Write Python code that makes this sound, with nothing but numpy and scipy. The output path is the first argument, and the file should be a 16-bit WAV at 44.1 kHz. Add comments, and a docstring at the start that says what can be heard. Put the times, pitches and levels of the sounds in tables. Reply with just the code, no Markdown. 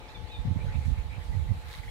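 """Wind at a reedy pond

A small microphone stands beside the pond; gusty wind buffets its two ports, mostly the right one:
low uneven cycles over filtered-noise rumble. In the reeds ringing ticks chatter, and late on a spray
of noise drops splashes. A bird chirps gliding overtones, early and at the end; far water birds call
hoarsely as resonant noise. Leaves and air hiss as random spectra; a far machine hums wavering tones."""
import sys
import numpy as np
from scipy import signal
from scipy.fft import rfft, irfft
from scipy.io import wavfile
from scipy.ndimage import uniform_filter1d

SR = 44100
rng = np.random.default_rng(int(sys.argv[2]) if len(sys.argv) > 2 else 0)


def wav_out(sig):
    """Save sig, one row per channel (or a flat mono array), as 16-bit PCM at SR to the path in sys.argv[1]."""
    wavfile.write(sys.argv[1], SR, np.round(np.clip(np.atleast_2d(sig).T, -1, 1) * 32767).astype(np.int16))


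N = 83790  # 1.9 s
# phase lag of the right port, in turns, for every partial of the bird and the chatter
PORT_LAG_TURNS = np.array([[0], [0.26]])


def amp(db):
    """Amplitude factor for a level in dB."""
    return 10 ** (np.asarray(db) / 20)


def evened(x):
    """Scale each row to an RMS of 1."""
    return x / np.sqrt(np.mean(x ** 2, axis=-1, keepdims=True) + 1e-20)


def smoothed(x, samples):
    """Slow random drift: two running means, then an RMS of 1."""
    return evened(uniform_filter1d(uniform_filter1d(x, samples), samples))


def read(points, hz):
    """Read a frequency table on a logarithmic frequency axis."""
    f, value = np.transpose(points)
    return np.interp(np.log(hz + 1), np.log(f + 1), value)


def curve(table, column=1):
    """Gain over time from one dB column of a table."""
    columns = np.transpose(table)
    return amp(np.interp(np.arange(N) / SR, columns[0], columns[column]))


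def coloured(x, colour):
    """Filter noise to a spectral shape, then even its level."""
    gain = amp(read(colour, np.fft.rfftfreq(N, 1 / SR)))
    return evened(irfft(rfft(x) * gain, N))


def resonate(x, hz, width_hz):
    """A gliding resonance: shift hz down to zero, low-pass with a double pole, shift back up."""
    turn = np.exp(2j * np.pi * np.cumsum(hz * np.ones(x.shape[-1])) / SR)
    pole = np.exp(-np.pi * width_hz / SR)
    double_pole = np.convolve([1, -pole], [1, -pole])
    return evened((turn * signal.lfilter([1], double_pole, x / turn)).real)


def add(mix, s, sound):
    """Lay a sound into the mix from s seconds, cut at the end of the scene."""
    part = mix[:, round(s * SR):][:, :sound.shape[-1]]
    part += sound[..., :part.shape[1]]


def sides(lean_db):
    """Left and right gains whose difference, left minus right, is lean_db."""
    return amp([[lean_db / 2], [-lean_db / 2]])


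# partials of the flutter on a buffet's front: f/Hz before wobble, level/dB on top of the buffet's flutter
FLUTTER_PARTIALS = [(140, 2), (235, -8.5)]
FLUTTER_WOBBLE, FLUTTER_LEAD_S = 0.16, 0.0045
# pitch sag and random wobble as shares of the pitch; second harmonic and flapping as shares of the stroke
SAG, WOBBLE, LOPSIDED, FLAP = 0.24, 0.2, 0.1, 0.15


def buffets(table):
    """Each eddy pushes a port for lopsided, uneven cycles that sag in pitch, quicker flutter in front."""
    t, out = np.arange(N) / SR, np.zeros(N)
    slow, quick = smoothed(rng.standard_normal((2, N)), 250)
    for s, db, hz, length, flutter_db in table:
        start = rng.random(3)
        u = (t - s) / length
        pitch = hz * (1 - SAG * np.tanh(u)) * (1 + WOBBLE * slow)
        push = np.cumsum(pitch) / SR + start[0]
        stroke = np.cos(2 * np.pi * push)
        stroke += LOPSIDED * np.cos(2 * np.pi * (2 * push + start[1]))
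        out += amp(db - 12.1 * u ** 2) * stroke * (1 + FLAP * quick)

        flutter_clock = np.cumsum(1 + FLUTTER_WOBBLE * quick) / SR
        front = u + FLUTTER_LEAD_S / length
        for (part_hz, part_db), part_start in zip(FLUTTER_PARTIALS, start[1:]):
            shape = amp(flutter_db + part_db - 18 * front ** 2)
            out += shape * np.cos(2 * np.pi * (part_hz * flutter_clock + part_start))
    return np.sqrt(2) * out


# buffets on each port: centre t/s, level/dB, f/Hz at the centre before wobble,
# length/s from the centre to 12.1 dB down, flutter level/dB before its partials' own levels
LEFT_BUFFETS = [(0.176, -37.5, 89, 0.018, -56), (0.241, -33.5, 76.7, 0.017, -44.5),
                (0.35, -39.5, 67.7, 0.013, -71), (0.459, -27.5, 125, 0.013, -65),
                (0.478, -20, 88, 0.012, -39), (0.522, -44, 74, 0.017, -75), (0.589, -38, 66, 0.06, -70),
                (0.692, -30, 69, 0.022, -65), (0.815, -35, 75, 0.021, -58), (0.908, -43, 74.8, 0.056, -68),
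                (0.976, -37, 73, 0.017, -69), (1.064, -44, 60.5, 0.023, -67), (1.288, -38, 70, 0.016, -68),
                (1.388, -43, 68, 0.02, -54), (1.429, -37, 60, 0.011, -54), (1.466, -36.5, 64, 0.022, -66),
                (1.554, -37, 72.5, 0.036, -48.5), (1.588, -37.5, 71, 0.029, -70),
                (1.764, -38, 78.5, 0.0096, -55), (1.887, -39, 81, 0.022, -55)]
RIGHT_BUFFETS = [(0.398, -23, 62.53, 0.012, -38), (0.447, -39, 85, 0.013, -50),
                 (0.494, -25, 88, 0.024, -38.5), (0.519, -22, 89, 0.018, -32),
                 (0.568, -21.5, 106.8, 0.013, -26), (0.598, -35, 70, 0.012, -46),
                 (0.66, -25, 80, 0.028, -51), (0.707, -31, 84.55, 0.034, -59),
                 (0.759, -28.5, 84.85, 0.032, -33), (0.791, -24, 80.07, 0.038, -59),
                 (0.848, -35, 70.4, 0.021, -50), (0.879, -20, 70, 0.034, -28), (0.92, -18, 67, 0.02, -31),
                 (0.995, -24, 70.56, 0.024, -64), (1.082, -32.5, 65.85, 0.054, -73),
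                 (1.136, -37, 97, 0.033, -47), (1.185, -29.5, 82, 0.021, -46.5),
                 (1.209, -31.5, 75.6, 0.02, -69), (1.255, -31.5, 61.3, 0.015, -62),
                 (1.29, -26.5, 68.3, 0.02, -50), (1.376, -20.5, 88.2, 0.035, -43),
                 (1.421, -23, 80.8, 0.018, -52), (1.512, -16.5, 91, 0.017, -33),
                 (1.572, -34, 75.2, 0.061, -60), (1.597, -45, 69.9, 0.038, -59),
                 (1.673, -36.5, 78.65, 0.045, -57), (1.807, -45, 93, 0.03, -74)]
# rumble between the buffets: t/s, left level/dB, right level/dB
RUMBLE_LEVELS = [(0.0, -43, -46), (0.1, -49, -50), (0.2, -37, -47), (0.3, -42.5, -48), (0.4, -42, -35),
                 (0.5, -35, -53), (0.6, -37.5, -30), (0.7, -41, -32.5), (0.8, -43, -33.5), (0.9, -36, -34),
                 (1.0, -42, -34), (1.1, -43, -40), (1.2, -46, -63), (1.3, -44, -29), (1.4, -39, -38),
                 (1.5, -52, -30), (1.6, -48, -49), (1.7, -45, -55.5), (1.8, -48, -37), (1.9, -43.5, -41.5)]
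# spectral shape of the rumble: f/Hz, relative level/dB
RUMBLE_SHAPE = [(15, -32), (30, 8.5), (50, 8.5), (90, -0.5), (150, -3.5), (250, -21), (400, -99),
                (800, -63)]


def wind():
    """Turbulence at the microphone: rumble and buffets, unrelated on the two ports."""
    rumble = coloured(rng.standard_normal((2, N)), RUMBLE_SHAPE)
    rumble *= [curve(RUMBLE_LEVELS), curve(RUMBLE_LEVELS, column=2)]
    return rumble + [buffets(LEFT_BUFFETS), buffets(RIGHT_BUFFETS)]


# spray of the splash: t/s, level/dB
SPLASH_LEVELS = [(1.64, -67), (1.657, -55), (1.71, -53), (1.75, -50), (1.79, -52.5), (1.82, -60.5),
                 (1.85, -59), (1.89, -66)]
# spectral shape of the spray: f/Hz, relative level/dB per Hz
SPLASH_SHAPE = [(700, -27), (1050, -3), (2000, -3), (2700, -8.5), (3900, -3), (5200, -13), (8500, -24),
                (12000, -19), (15600, -22)]
# single loud drops: t/s, level/dB at the onset before the lean to the right, f/Hz
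LOUD_DROPS = [(1.729, -39, 3870), (1.751, -37, 3920), (1.759, -46, 1100), (1.787, -42, 4040)]
DROPS_PER_S, DROP_SPREAD_DB = 3000, 3.5
PLOP_CYCLES = 3.6  # cycles in which a loud drop decays to 1/e


def splash():
    """A spray of drops of uneven size, as sparse filtered clicks, and a few decaying sine drops."""
    t = np.arange(N) / SR
    size = amp(DROP_SPREAD_DB * np.minimum(rng.exponential(1, N), 3))
    falls = rng.random(N) < DROPS_PER_S / SR
    drops = rng.standard_normal((2, N)) * size * falls
    out = coloured(drops, [(300, -48)] + SPLASH_SHAPE) * curve(SPLASH_LEVELS)
    out *= (t > SPLASH_LEVELS[0][0]) * (t < SPLASH_LEVELS[-1][0])
    for s, db, hz in LOUD_DROPS:
        turns = hz * t[:600]
        plop = np.exp(-turns / PLOP_CYCLES) * np.sin(2 * np.pi * turns)
        add(out, s, amp(db) * plop * sides(-9.0))
    return out


# syllables in the reeds: t/s, level/dB before attack, modes and lean, f/Hz
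SYLLABLES = [(1.699, -40.5, 2243), (1.7403, -36.5, 2000), (1.7867, -39.5, 2100), (1.8324, -36.5, 2070),
             (1.878, -37, 2030)]
# ringing modes of a tick: f as a multiple of the syllable's pitch, level/dB on top of the syllable's
TICK_RINGS = [(.93, 2), (1.0, 4), (1.1, 3)]
TICK_GAP_S, TICK_FALL_DB = 0.0067, -10  # from one tick to the next
TICK_ATTACK_S, TICK_T60_S = 0.0061, 0.021


def chatter():
    """Each syllable is three short ringing ticks, each weaker than the one before."""
    out, t = np.zeros((2, N)), np.arange(2000) / SR
    attack = np.minimum(t / TICK_ATTACK_S, 1)
    for s, db, hz in SYLLABLES:
        for k in range(3):
            tick = 0
            for multiple, mode_db in TICK_RINGS:
                turns = multiple * hz * t + rng.random() - PORT_LAG_TURNS
                tick = tick + amp(mode_db) * np.sin(2 * np.pi * turns)
            decay = amp(db + k * TICK_FALL_DB - 60 * t / TICK_T60_S)
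            add(out, s + k * TICK_GAP_S, decay * attack * tick)
    return out * sides(-2.1)


# bird notes: start t/s, length/s, first f/Hz, last f/Hz (both before jitter),
# level/dB before overtone and throat
BIRD_NOTES = [(0.077, 0.018, 1387, 1810, -59.5), (0.088, 0.012, 1133, 1255, -57),
              (0.102, 0.019, 1340, 1325, -57), (0.145, 0.029, 1221, 1143, -54.5),
              (0.271, 0.018, 1396, 1530, -59.5), (0.288, 0.025, 1148, 1185, -59),
              (0.315, 0.056, 1293, 1190, -51), (1.88, 0.028, 1074, 1130, -55)]
# overtones of a note: f as a multiple of the pitch, level/dB on top of the note's, left minus right/dB
BIRD_OVERTONES = [(2, -4, -6), (3, 0, 2), (4, -22, 3)]
FLATTEN = 1.47  # power of the glide
RISE_JITTER, NOTE_ROUGH = 0.1, 0.45  # pitch jitter as a share of the rise; level roughness
THROAT_HZ, THROAT_WIDE_HZ, THROAT_DB = 3580, 89, 7
ECHO_DB, ECHO_T60_S = -4, 0.35


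def bird():
    """Flattening glides, ragged when rising, boosted at the throat's resonance, echoed off the trees."""
    out = np.zeros((2, N))
    jitter = evened(uniform_filter1d(rng.standard_normal(N + SR), 40))
    for s, length, first_hz, last_hz, db in BIRD_NOTES:
        u = np.linspace(0, 1, round(length * SR))
        hz = last_hz + (first_hz - last_hz) * (1 - u) ** FLATTEN
        rise_hz = max(last_hz - first_hz, 0)
        hz = hz + RISE_JITTER * rise_hz * jitter[round(s * SR):][:len(u)]
        turns = np.cumsum(hz) / SR
        swell = np.sin(np.pi * u ** 0.65) ** 0.35
        for k, overtone_db, lean_db in BIRD_OVERTONES:
            throat_db = THROAT_DB * np.exp(-((k * hz - THROAT_HZ) / THROAT_WIDE_HZ) ** 2)
            tone = np.sin(2 * np.pi * (k * turns - PORT_LAG_TURNS))
            add(out, s, amp(db + overtone_db + throat_db) * sides(lean_db) * swell * tone)
    out *= 1 + NOTE_ROUGH * smoothed(rng.standard_normal((2, N)), 150)

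    t = np.arange(SR // 2) / SR
    tail = rng.standard_normal((2, len(t))) * amp(-60 * t / ECHO_T60_S)
    tail *= t > 0.008  # the echoes begin after 8 ms
    echoes = signal.fftconvolve(out, tail / np.linalg.norm(tail[0]), axes=1)[:, :N]
    return np.sqrt(2) * out + amp(ECHO_DB) * echoes


# far water birds: start t/s, length/s, first f/Hz, last f/Hz, level/dB of the main resonance
# before the lean, resonance width/Hz
FAR_CALLS = [(.0, 0.096, 2520, 2260, -59.5, 378), (0.573, 0.068, 2140, 2470, -53.5, 252),
             (0.657, 0.06, 1470, 1560, -53.5, 450), (0.692, 0.056, 1850, 2190, -53, 500),
             (0.718, 0.071, 2320, 2440, -52, 560), (0.791, 0.088, 2200, 2360, -55, 380),
             (.95, 0.075, 2140, 2500, -54.5, 520), (1.093, 0.087, 2130, 2560, -51.5, 520),
             (1.202, 0.037, 1880, 2100, -55, 378), (1.319, 0.046, 2027, 1900, -55, 90),
             (1.381, 0.044, 2000, 2350, -59, 300), (1.476, 0.026, 1970, 2020, -53.5, 378)]
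CRY_LOW, CRY_LOW_DB, CRY_LEAN_DB = 0.63, -13, -1.5  # lower resonance: multiple of the pitch, level


def cries():
    """Breathy calls smeared by distance: noise in a gliding resonance and a weaker one below."""
    out = np.zeros((2, N))
    for s, length, first_hz, last_hz, db, width_hz in FAR_CALLS:
        u = np.linspace(0, 1, round(length * SR))
        hz = first_hz + (last_hz - first_hz) * u
        breath = rng.standard_normal((2, len(u)))
        voice = resonate(breath, hz, width_hz)
        voice += amp(CRY_LOW_DB) * resonate(breath, CRY_LOW * hz, width_hz)
        add(out, s, amp(db) * np.sin(np.pi * u) ** 0.5 * voice)
    return out * sides(CRY_LEAN_DB)


# likeness of the two ports in the hiss: f/Hz, left-right correlation
PORT_LIKENESS = [(60, -0.078), (130, 0.025), (290, 1), (640, 0.42), (1410, -0.073), (3100, -0.098),
                 (6820, 0.077), (15000, -0.0046)]
# balance of the hiss: f/Hz, left minus right/dB
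HISS_LEAN = [(200, 0), (700, 2), (1300, -1.5), (2400, -3), (4400, -1), (8100, 3.5), (15000, 4)]
# slow brightening of the hiss: f/Hz, level change/dB per s
HISS_BRIGHTENING = [(200, -3), (700, -2), (2000, -0.5), (6000, -0.5), (11000, 2.5)]
PATCH_DB = 1.82  # RMS depth of the drifting patches


def hiss(colour):
    """Noise from random short-time spectra with drifting patches, partly alike on the two ports."""
    frames, hz = N // 128 + 5, np.fft.rfftfreq(512, 1 / SR)
    a, b, c, d, patches = rng.standard_normal((frames, 257, 5)).T
    # smooth over neighbouring frequencies, then over time
    patches = evened(uniform_filter1d(uniform_filter1d(patches, 6, 0), 16, 1))
    same = np.clip(read(PORT_LIKENESS, hz), -1, 1)[:, None]
    left, other = a + 1j * b, c + 1j * d
    right = same * left + np.sqrt(1 - same ** 2) * other
    spectra = np.array([left, right])
    lean_db = read(HISS_LEAN, hz)[:, None] * [[[0.5]], [[-0.5]]]
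    spectra *= amp(read(colour, hz)[:, None] + PATCH_DB * patches + lean_db)
    spectra *= amp(np.outer(read(HISS_BRIGHTENING, hz), np.arange(frames) * 128 / SR))
    x = signal.istft(spectra, nperseg=512, noverlap=384)[1][:, :N]
    return x / x.std()


# leaves rustling: t/s, level/dB
LEAF_LEVELS = [(0.0, -91), (0.104, -65), (0.242, -97), (0.28, -70), (0.576, -69.5), (0.598, -67),
               (0.846, -63.5), (0.856, -58.5), (0.968, -68), (0.984, -64), (1.11, -79), (1.254, -63),
               (1.486, -68.5), (1.63, -64.5), (1.66, -81), (1.688, -61), (1.762, -58.5), (1.814, -66),
               (1.888, -65), (1.9, -59)]
# spectral shape of the leaves: f/Hz, relative level/dB per Hz
LEAF_SHAPE = [(1760, 18), (3000, -62), (3610, -40.5), (3930, 12), (4900, 4.5), (7150, 4.5), (14000, -8.5),
              (15600, -39)]


def leaves():
    """Rustling leaves: hiss mostly above 3 kHz that swells and fades."""
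    return curve(LEAF_LEVELS) * hiss([(1500, -36)] + LEAF_SHAPE)


# spectral shape of the background air: f/Hz, relative level/dB per Hz
AIR_SHAPE = [(120, -47), (200, -17), (268, -6.5), (422, -10), (480, -3), (666, -13), (860, -6.5),
             (959, -10.5), (1510, -15.5), (2100, -13.5), (2710, -18.5), (3830, -17), (5230, -28),
             (10800, -37.5), (15600, -42.5)]
AIR_DB = -51.5


def air():
    """A continuous bed of hiss behind everything."""
    return amp(AIR_DB) * hiss(AIR_SHAPE)


# tones of the far machine: f/Hz
HUM_TONES = [480.5, 721.7, 839, 863]
# the same tones: level/dB before the level curve and lean, RMS pitch waver/Hz
HUM_STRENGTHS = [(-64, 9.36), (-66.5, 6.77), (-66.5, 2.8), (-59.5, 2.27)]
# level curve of the whole hum: t/s, level/dB on top of the tones' own
HUM_CURVE = [(0, 1), (.3, 2), (.78, 2.5), (.95, -3), (1.3, -0.5), (1.9, -1.5)]


def hum():
    """A far machine: sine tones whose pitch wavers a little."""
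    out = np.zeros(N)
    for hz, (db, waver_hz) in zip(HUM_TONES, HUM_STRENGTHS):
        waver = smoothed(rng.standard_normal(N), 1500)
        turns = np.cumsum(hz + waver_hz * waver) / SR + rng.random()
        out += np.sqrt(2) * amp(db) * np.sin(2 * np.pi * turns)
    return out * curve(HUM_CURVE) * sides(2.2)


def scene():
    """Everything reaching the microphone, from the wind at its ports to the far machine."""
    return wind() + splash() + chatter() + bird() + cries() + leaves() + air() + hum()


LOW_CUT_HZ, EDGE_HZ = 33.6, 15750


def record(dry):
    """The microphone's low cut, then the band limit."""
    low_cut = signal.butter(N=4, Wn=LOW_CUT_HZ, btype="high", fs=SR, output="sos")
    band_limit = signal.firwin(511, EDGE_HZ, window=("kaiser", 9), fs=SR)
    return signal.oaconvolve(signal.sosfilt(low_cut, dry), band_limit[None], "same")


dry = scene()
out = record(dry)
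wav_out(out)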